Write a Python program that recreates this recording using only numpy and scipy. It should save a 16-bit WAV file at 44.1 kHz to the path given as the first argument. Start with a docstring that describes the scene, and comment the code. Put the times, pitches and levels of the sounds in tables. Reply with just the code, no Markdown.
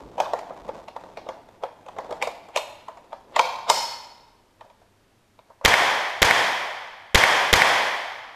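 """A rifle is handled, loaded and fired four times in a concrete indoor range, heard at a camera on the shooter.
From the start, filtered noise and a sine give steady ventilation, while grains and low noise give gear rustle.
Damped tones, noise contacts and random metal modes give knocks and clicks; at 3.7 s the bolt's steel modes ring.
The rustle dies away; from 5.65 s each blast is a set of shock arrivals, a far-wall slap and a diffuse roar.
Throughout, a gain control holds down loud passages; cracks that remain too strong are clipped."""
import sys
import numpy as np
from scipy import signal
from scipy.io import wavfile
from scipy.ndimage import uniform_filter1d

SR = 44100
rng = np.random.default_rng(int(sys.argv[2]) if len(sys.argv) > 2 else 0)


def materialize(psi):
    """Save the field psi as 16-bit PCM at rate SR to the path in sys.argv[1].

    A 1-D psi becomes a single channel; in a 2-D psi each row is a channel.
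    """
    bounded = np.clip(np.atleast_2d(psi).T, -1, 1)
    quanta = np.round(bounded * 32767).astype(np.int16)
    wavfile.write(sys.argv[1], SR, quanta)


N = 368235
TIME = np.arange(N) / SR

# All levels in the tables are relative; the sources add their own offsets.
# Ventilation spectrum: f/Hz, density level/dB
AIR_SPECTRUM = [(15, -14), (28, -7), (65, -16.5), (100, -7.5), (150, -18.5), (200, -13.5), (270, -16.5),
                (400, -14.5), (480, -19), (720, -20), (1300, -23), (5000, -32), (14000, -41)]
# Effort of the shooter's movement, for rustle and rumble: t/s, level/dB
MOVEMENT_EFFORT = [(0.0, -46), (0.18, -48.5), (0.43, -53), (0.75, -46.5), (0.9, -57.5), (1.08, -53.5),
                   (1.29, -54), (1.72, -62), (1.94, -55), (2.11, -48.5), (2.21, -50.5), (2.33, -56),
                   (2.62, -61.5), (3.24, -59), (3.3, -54)]
# Jostles of the camera: t/s, level/dB
CAMERA_BUMPS = [(.02, -44.5), (.6, -50)]
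# Knocks of rifle, magazine and sling: t/s, hollow knock level/dB, hollow pitch f/Hz,
# metal clack level/dB, bright tick level/dB, lead of the first light touch t/s
KNOCKS = [(0.201, -6.5, 740, -29, -35, .021), (0.258, -22, 930, -49, -62, 0.013),
          (0.334, -12, 663, -44, -45.5, 0.0011), (0.39, -28, 880, -46, -49.5, .001),
          (0.505, -24, 567, -62, -73, 0.00076), (0.69, -22, 560, -50.5, -61, 0.0023),
          (0.882, -29, 860, -46.5, -56.5, 0.0036), (0.963, -24.5, 900, -50.5, -55.5, 0.0024),
          (1.037, -32, 740, -56, -62, .002), (1.172, -25.5, 635, -42.5, -56, 0.0012),
          (1.288, -18, 574, -43, -50.5, 0.023), (1.635, -16, 647, -44, -51.5, 0.0011),
          (1.885, -27, 716, -52, -58, .004), (1.985, -15.5, 575, -42.5, -52, 0.02),
          (2.108, -18, 520, -47.5, -49.5, 0.015), (2.125, -22, 594, -46, -53, 0.0029),
          (2.2243, -13, 800, -28, -32, 0.0088), (2.272, -15.5, 634, -37.5, -42, .004),
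          (2.5608, -12, 620, -28, -30.5, .001), (2.572, -14.5, 1020, -27.5, -30, .004),
          (2.883, -24.5, 950, -54, -57, 0.0019), (3.129, -23, 840, -49, -60, .007),
          (3.362, -10.5, 935, -24, -33, 0.0013), (3.393, 2, 930, -15.5, -23, 0.0029),
          (3.6984, 1.5, 920, -13, -12.5, .005), (4.609, -33, 905, -54.5, -68, 0.00096),
          (4.648, -42.5, 692, -76, -71, .002), (4.7, -42.5, 870, -66, -70, .002),
          (4.816, -44, 620, -69, -76, .002), (5.39, -42, 894, -63, -74, 0.0013),
          (5.501, -36.5, 900, -73, -77, 0.00082), (5.643, -18.5, 940, -46, -46, 0.031)]
# Spectrum of the hollow knock: f/Hz, density level/dB
HOLLOW_SPECTRUM = [(100, -40), (330, -21.5), (430, -8.5), (520, 0), (650, 1), (780, -5), (950, -0.5),
                   (1300, -12), (2500, -41.5), (6000, -75.5)]
# Spectrum of the metal clack: f/Hz, density level/dB
CLACK_SPECTRUM = [(400, -27), (1400, -5.5), (1900, 5), (2400, 4), (3100, 0.5), (3600, 2), (4600, -10),
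                  (7000, -31.5), (14000, -50.5)]
# Spectrum of the bright tick: f/Hz, density level/dB
TICK_SPECTRUM = [(1000, -49.5), (3500, -7), (5000, 3.5), (7000, 3), (9500, -8), (14000, -13.5)]
# Reverberation of the hall, before any shortening: f/Hz, 60 dB decay time t/s
HALL_DECAY = [(60, 0.69), (250, 0.92), (800, 1.48), (2000, 1.37), (4000, 1.317), (8000, 0.96), (14000, 1.1)]
# Spectrum of the hall's answer to a hollow knock: f/Hz, density level/dB
KNOCK_ECHO_SPECTRUM = [(100, -35.5), (350, -28), (520, -8), (650, -3.5), (780, -1), (940, -0.5),
                       (1200, -10.5), (2500, -19.5), (6000, -66)]
# Spectrum of the hall's answer to a metal clack: f/Hz, density level/dB
CLACK_ECHO_SPECTRUM = [(500, -19), (1400, -11.5), (2200, 1), (3100, -2.5), (4600, -0.5), (5500, -2),
                       (7000, -11.5), (14000, -49)]
# The bolt slams home, a single row: t/s, level/dB
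BOLT_SLAM = (3.6995, 11)
# Steel modes of the bolt: f/Hz, bandwidth f/Hz, energy level/dB
STEEL_MODES = [(2150, 81, -11), (2570, 100, -14), (3440, 131.4, -11.5), (4430, 58, 1.5), (5050, 130, -9.5),
               (5230, 240, 6.5), (6400, 220, -7.5)]
# Shots: t/s, blast level/dB, recoil thump level/dB
SHOTS = [(5.6507, -5, -20), (6.2206, -6, -22), (7.1482, -4, -9), (7.5300, -4.5, -14.5)]
# Blast paths, from the gun itself to the near walls: delay t/s, ring level/dB, ring f/Hz,
# shock front level/dB, spray level/dB, scatter time t/s, polarity of the front (sign)
BLAST_PATHS = [(-.0022, -17, 2520, -3, -11.5, 0.0022, 1), (-.0002, -1, 1010, -4.5, 9.5, 0.0006, 1),
               (.0037, 0, 3330, -19, -7.5, 0.0013, 1), (.0078, 10.5, 2127, 4.5, 5.5, 0.0018, -1),
               (0.0148, -9, 1120, -40, -13, 0.00078, 1), (0.0281, -4, 940, -52, -11.5, 0.011, -1)]
# Spectrum of the crack: f/Hz, density level/dB
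CRACK_SPECTRUM = [(40, 0.5), (200, -2.5), (700, 2), (2000, -1.5), (3400, -2), (5000, -6), (6800, -7.5),
                  (8500, -17.5), (14000, -20)]
# Spectrum of the far wall's slap: f/Hz, density level/dB
SLAP_SPECTRUM = [(100, -19), (400, -12.5), (750, 8), (1200, -5.5), (2000, 3.5), (2700, -5.5), (4000, -17),
                 (14000, -32.5)]
# Spectrum of the roar that follows: f/Hz, density level/dB
ROAR_SPECTRUM = [(40, -22.5), (100, -14.5), (170, -13), (290, -12), (450, -7), (730, 0), (1050, -1.5),
                 (1350, -7), (1850, -0.5), (2300, -4), (2750, -11.5), (3250, -6), (3900, -15.5),
                 (5200, -15), (14000, -35.5)]

AIR_DB = -62  # rms level of the air noise
RUN_UP_S = 0.035  # time given to the touch and slide before each knock
# A heavier blow rings longer: rise time doubles with every RING_DOUBLING_DB above the usual knock.
USUAL_KNOCK_DB, RING_DOUBLING_DB = -20, 41.5
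BLAST_RING_S = 0.0005  # rise time
EDGE_HZ = 14250  # upper band limit


def amp(db):
    """Level definition: an amplitude ratio is 10 to the power dB/20."""
    return 10 ** (np.asarray(db) / 20)


def evened(x):
    """Normalization: division by the root mean square gives unit rms."""
    return x / np.sqrt(np.mean(x ** 2) + 1e-20)


def read(points, hz):
    """Interpolation on a logarithmic frequency axis."""
    f, value = np.transpose(points)
    return np.interp(np.log(hz + 1), np.log(f + 1), value)


def add(mix, s, sound):
    """Superposition: a sound is summed into the mix from time s."""
    part = mix[max(round(s * SR), 0):][:len(sound)]
    part += sound[:len(part)]


def colour(x, spectrum, size=4096):
    """Minimum-phase filtering: the log gain fixes the phase of a causal filter, here of unit energy."""
    hz = abs(np.fft.fftfreq(size, 1 / SR))
    log_gain = np.log(amp(read(spectrum, hz)))
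    response = np.exp(np.conj(signal.hilbert(log_gain)))
    taps = np.fft.ifft(response).real[:size // 2]
    return signal.oaconvolve(x, taps / np.linalg.norm(taps))[:len(x)]


def ring(hz, rise_s, size=4000):
    """Critically damped envelope: a tone swells to its peak at rise_s and dies."""
    t = TIME[:size]
    return np.sin(2 * np.pi * hz * t) * t / rise_s * np.exp(1 - t / rise_s)


def ventilation(hum_hz=100, hum_db=-73):
    """Stationary noise: steady coloured air flow with a faint sinusoidal mains hum."""
    air = evened(colour(rng.standard_normal(N), AIR_SPECTRUM))
    return amp(AIR_DB) * air + amp(hum_db) * np.sin(2 * np.pi * hum_hz * TIME)


def effort(s, settle_db_per_s=14):
    """Exponential decay: after its last row the level of movement falls steadily as the aim steadies."""
    at, db = np.transpose(MOVEMENT_EFFORT)
    return np.interp(s, at, db) - settle_db_per_s * np.maximum(s - at[-1], 0)


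def movement(rustle_db=1.0, scrape_db=-12, rumble_db=-1, grains_per_s=1600, grain_db=-2.5,
             fits_db=3, fit_s=0.023):
    """Friction as random impulses: cloth and sling rub in fits of grains while the camera rumbles."""
    struck = rng.random(N) < grains_per_s / SR
    strength = amp(grain_db * np.minimum(rng.exponential(1, N), 3))
    fits = evened(uniform_filter1d(rng.standard_normal(N), int(fit_s * SR)))
    grains = struck * rng.standard_normal(N) * strength * amp(fits_db * fits)
    rustle = evened(colour(grains, HOLLOW_SPECTRUM))
    scrape = evened(colour(grains, CLACK_SPECTRUM) + colour(grains, TICK_SPECTRUM) / 2)
    # rumble spectrum: f/Hz, density level/dB
    low = [(15, -12.5), (50, -5), (100, -7.0), (200, -3), (400, 0.0), (2000, -61)]
    rumble = evened(colour(rng.standard_normal(N), low))
    return amp(effort(TIME)) * (amp(rustle_db) * rustle + amp(scrape_db) * scrape + amp(rumble_db) * rumble)


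def bumps(hz=52, rise_s=0.025, size=12000):
    """Damped oscillation: each jostle of the camera gives a soft, deep throb."""
    out = np.zeros(N)
    for s, db in CAMERA_BUMPS:
        add(out, s, amp(db) * ring(hz, rise_s, size=size))
    return out


def hall(build_s, flutter_db, shorter=1, size=70000):
    """Diffuse reverberation: echo density builds up in clusters and each band decays at its own rate."""
    hz, t, z = signal.stft(rng.standard_normal(size), SR, nperseg=256)
    clusters = evened(uniform_filter1d(rng.standard_normal(len(t)), size=3))
    decay_s = shorter * read(HALL_DECAY, hz)[:, None]
    z = z * amp(flutter_db * clusters - 60 * t / decay_s)
    tail = signal.istft(z, SR, nperseg=256)[1][:size]
    tail = tail * (1 - np.exp(-TIME[:size] / build_s))
    return tail / np.linalg.norm(tail)


def near_hall(early_db=6, early_s=0.035, build_s=0.0063, flutter_db=1.3, shorter=0.7):
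    """Early reflection: near walls strengthen the first echoes of small sounds at the shooter."""
    tail = hall(build_s, flutter_db, shorter)
    tail = tail * (1 + amp(early_db) * np.exp(-TIME[:len(tail)] / early_s))
    return tail / np.linalg.norm(tail)


def rattles(level_db=-33, spread_db=2, low_hz=560, high_hz=820, metal_db=-60, tick_db=-62,
            lead_s=0.003, count=10):
    """Random excitation: loose gear taps faintly, once in each equal interval; rows as in KNOCKS."""
    when, strength, pitch = rng.random((count, 3)).T
    s = (np.arange(count) + when) / count * MOVEMENT_EFFORT[-1][0]
    db = spread_db * (2 * strength - 1)
    hz = low_hz + (high_hz - low_hz) * pitch
    return list(zip(s, db + level_db, hz, db + metal_db, db + tick_db, np.full(count, lead_s)))


def pitched(spectrum, hz, usual_hz=760, follow=0.26):
    """Spectral scaling: a knock's colour shifts part of the way with its pitch."""
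    return [(f * (hz / usual_hz) ** follow, db) for f, db in spectrum]


def contact(decay_s, lead_s, touch_db, slide_db, slide_s, rise_s, size=7000):
    """Contact noise: rough parts touch lightly, slide, meet after RUN_UP_S and rattle out."""
    t = TIME[:size] - RUN_UP_S
    touch, meet = [(1 - np.exp(-after / rise_s)) * np.exp(-after / decay_s)
                   for after in np.maximum([t + lead_s, t], 0)]
    slide = np.exp(-abs(t) / slide_s)
    return (amp(touch_db) * touch + amp(slide_db) * slide + meet) * rng.standard_normal(size)


def hollow_knock(db, hz, lead_s, ring_s=0.0014, ring_db=-4, lag_s=0.00093, touch_db=-12,
                 bounce_s=0.004444, bounce_db=-5, bounce_pitch=1.08, body_s=0.011, body_db=-10, size=7000):
    """Impact resonance: the rifle's hollow body is touched, struck, and struck again by the bounce."""
    tones = np.zeros(size)
    rise_s = ring_s * 2 ** ((db - USUAL_KNOCK_DB) / RING_DOUBLING_DB)
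    add(tones, RUN_UP_S - lead_s, amp(touch_db) * ring(hz, ring_s))
    add(tones, RUN_UP_S + lag_s, ring(hz, rise_s))
    add(tones, RUN_UP_S + lag_s + bounce_s, amp(bounce_db) * ring(hz * bounce_pitch, rise_s))
    grit = contact(body_s, lead_s, touch_db=-11, slide_db=-12, slide_s=0.012, rise_s=0.00045, size=size)
    body = colour(grit, pitched(HOLLOW_SPECTRUM, hz))
    return amp(db) * (amp(ring_db) * tones + amp(body_db) * body)


def metal(count=24, size=1500, ring_db=-8, width_hz=200):
    """Modal superposition: a click plus many short, weak, random modes of other small parts."""
    t = TIME[:size]
    hz = np.exp(rng.uniform(np.log(1700), np.log(9000), (count, 1)))
    tones = np.sin(2 * np.pi * (hz * t + rng.random((count, 1))))
    modes = (tones * np.exp(-np.pi * width_hz * t)).sum(0)
    response = signal.unit_impulse(size) + amp(ring_db) * modes / np.linalg.norm(modes)
    return response / np.linalg.norm(response)


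def metal_snap(metal_db, bright_db, lead_s, clack_s=0.0029, clack_db=8, tick_s=0.0038, tick_db=5):
    """Impulse response: the clack and bright tick of steel on steel set small parts ringing."""
    clack = contact(clack_s, lead_s, touch_db=-16.5, slide_db=-20, slide_s=0.01, rise_s=0.00017)
    tick = contact(tick_s, lead_s, touch_db=-19.5, slide_db=-22, slide_s=0.0065, rise_s=0.00024)
    clack = amp(metal_db + clack_db) * colour(clack, CLACK_SPECTRUM)
    tick = amp(bright_db + tick_db) * colour(tick, TICK_SPECTRUM)
    return signal.fftconvolve(clack + tick, metal())[:len(clack)]


def handling(hollow_wet_db=-13, metal_wet_db=-9, knock_wet_db=9, clack_wet_db=21, tick_wet_db=21, count=5):
    """Direct and reverberant sound: each contact's knock, clack and tick are answered by the hall."""
    out = np.zeros(N)
    tails = [near_hall() for _ in range(count)]  # used in turn: echoes change as the shooter moves
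    answers = [[colour(tail, part) for part in (CLACK_ECHO_SPECTRUM, TICK_SPECTRUM)] for tail in tails]
    for k, (s, db, hz, metal_db, bright_db, lead_s) in enumerate(KNOCKS + rattles()):
        tail = tails[k % count]
        clack_echo, tick_echo = answers[k % count]
        knock = hollow_knock(db, hz, lead_s)
        snap = metal_snap(metal_db, bright_db, lead_s)
        add(out, s - RUN_UP_S, knock + snap)
        sent = amp(hollow_wet_db) * knock + amp(metal_wet_db) * snap
        add(out, s - RUN_UP_S, signal.fftconvolve(sent, tail))
        add(out, s, amp(db + knock_wet_db) * colour(tail, pitched(KNOCK_ECHO_SPECTRUM, hz)))
        add(out, s, amp(metal_db + clack_wet_db) * clack_echo)
        add(out, s, amp(bright_db + tick_wet_db) * tick_echo)
    return out


def bolt(size=4000):
    """Modal damping: steel modes die at pi times their bandwidth; the hall draws them into a shimmer."""
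    out, t, steel = np.zeros(N), TIME[:size], np.zeros(size)
    for hz, width, db in STEEL_MODES:
        decay = np.sqrt(width) * np.exp(-np.pi * width * t)  # the root keeps energy independent of width
        steel += amp(db) * decay * np.sin(2 * np.pi * hz * t)
    tail = hall(build_s=0.005, flutter_db=-0.5, shorter=0.65)
    shimmer = signal.fftconvolve(steel / np.linalg.norm(steel), tail)
    s, db = BOLT_SLAM
    add(out, s, amp(db) * shimmer)
    return out


def arrival(ring_db, ring_hz, front_db, spray_db, scatter_s, polarity, blast_s=0.0006, size=4000):
    """Blast wave: a pressure jump swings below zero, with a short ring and spray from rough surfaces."""
    t = TIME[:size]
    front = np.sign(polarity) * (1 - t / blast_s) * np.exp(-t / blast_s)
    front = front / np.linalg.norm(front)
    spray = rng.standard_normal(size) * np.exp(-t / scatter_s)
    crack = colour(amp(front_db) * front + amp(spray_db) * spray, CRACK_SPECTRUM)
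    return crack + amp(ring_db) * ring(ring_hz, BLAST_RING_S)


def slap(width_s=0.0067, core_s=0.00025, core_db=5, size=3000):
    """Reflection with scattering: the far wall returns a strong core in a swell, centred in its array."""
    t = abs(TIME[:size] - TIME[size // 2])
    swell = np.exp(-t / width_s) + amp(core_db) * np.exp(-t / core_s)
    return colour(rng.standard_normal(size) * swell, SLAP_SPECTRUM)


def shots(crack_db=8, roar_db=31, alike=0.65, slap_s=0.09, slap_db=0,
          thump_hz=58, thump_s=0.0032, thump_delay_s=0.0045, thump_db=11):
    """Multipath propagation: each blast takes the same paths and fills the hall; recoil jolts the camera."""
    out, t = np.zeros(N), TIME[:SR // 4]
    arrivals = [(delay, arrival(*path)) for delay, *path in BLAST_PATHS]
    echo = slap()
    thump = -np.sin(2 * np.pi * thump_hz * t) * t / thump_s * np.exp(2 - 2 * t / thump_s)
    common, *own = [hall(build_s=0.00085, flutter_db=-0.2) for _ in range(len(SHOTS) + 1)]
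    for (s, db, recoil_db), tail in zip(SHOTS, own):
        for delay, sound in arrivals:
            add(out, s + delay, amp(db + crack_db) * sound)
        add(out, s + slap_s - len(echo) / 2 / SR, amp(db + slap_db) * echo)
        # the shooter barely moves, so the tails share the fraction alike of their energy
        roar = np.sqrt(alike) * common + np.sqrt(1 - alike) * tail
        add(out, s, amp(db + roar_db) * colour(roar, ROAR_SPECTRUM))
        add(out, s + thump_delay_s, amp(recoil_db + thump_db) * thump)
    return out


def scene():
    """Linear superposition: all sources sum at the one microphone."""
    return (ventilation() + movement() + bumps() + handling() + bolt() + shots())[None]


def record(dry, threshold_db=-20, squeeze=0.59, window_s=0.021, recovery_db_per_s=150, ceiling=0.84):
    """Compression: gain follows the averaged excess in dB, so short cracks slip through and clip."""
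    power = abs(uniform_filter1d(dry[0] ** 2, size=100))
    level_db = 10 * np.log10(power + 1e-12)
    over_db = uniform_filter1d(np.maximum(level_db - threshold_db, 0), int(window_s * SR))
    # a running maximum against a falling line limits the speed of recovery
    fall = TIME * recovery_db_per_s
    held_db = np.maximum.accumulate(over_db + fall) - fall
    clipped = np.clip(dry / amp(squeeze * held_db), -ceiling, ceiling)
    band_limit = signal.firwin(401, EDGE_HZ, window=("kaiser", 7), fs=SR)
    return signal.oaconvolve(clipped, band_limit[None], "same")


dry = scene()
out = record(dry)
materialize(out)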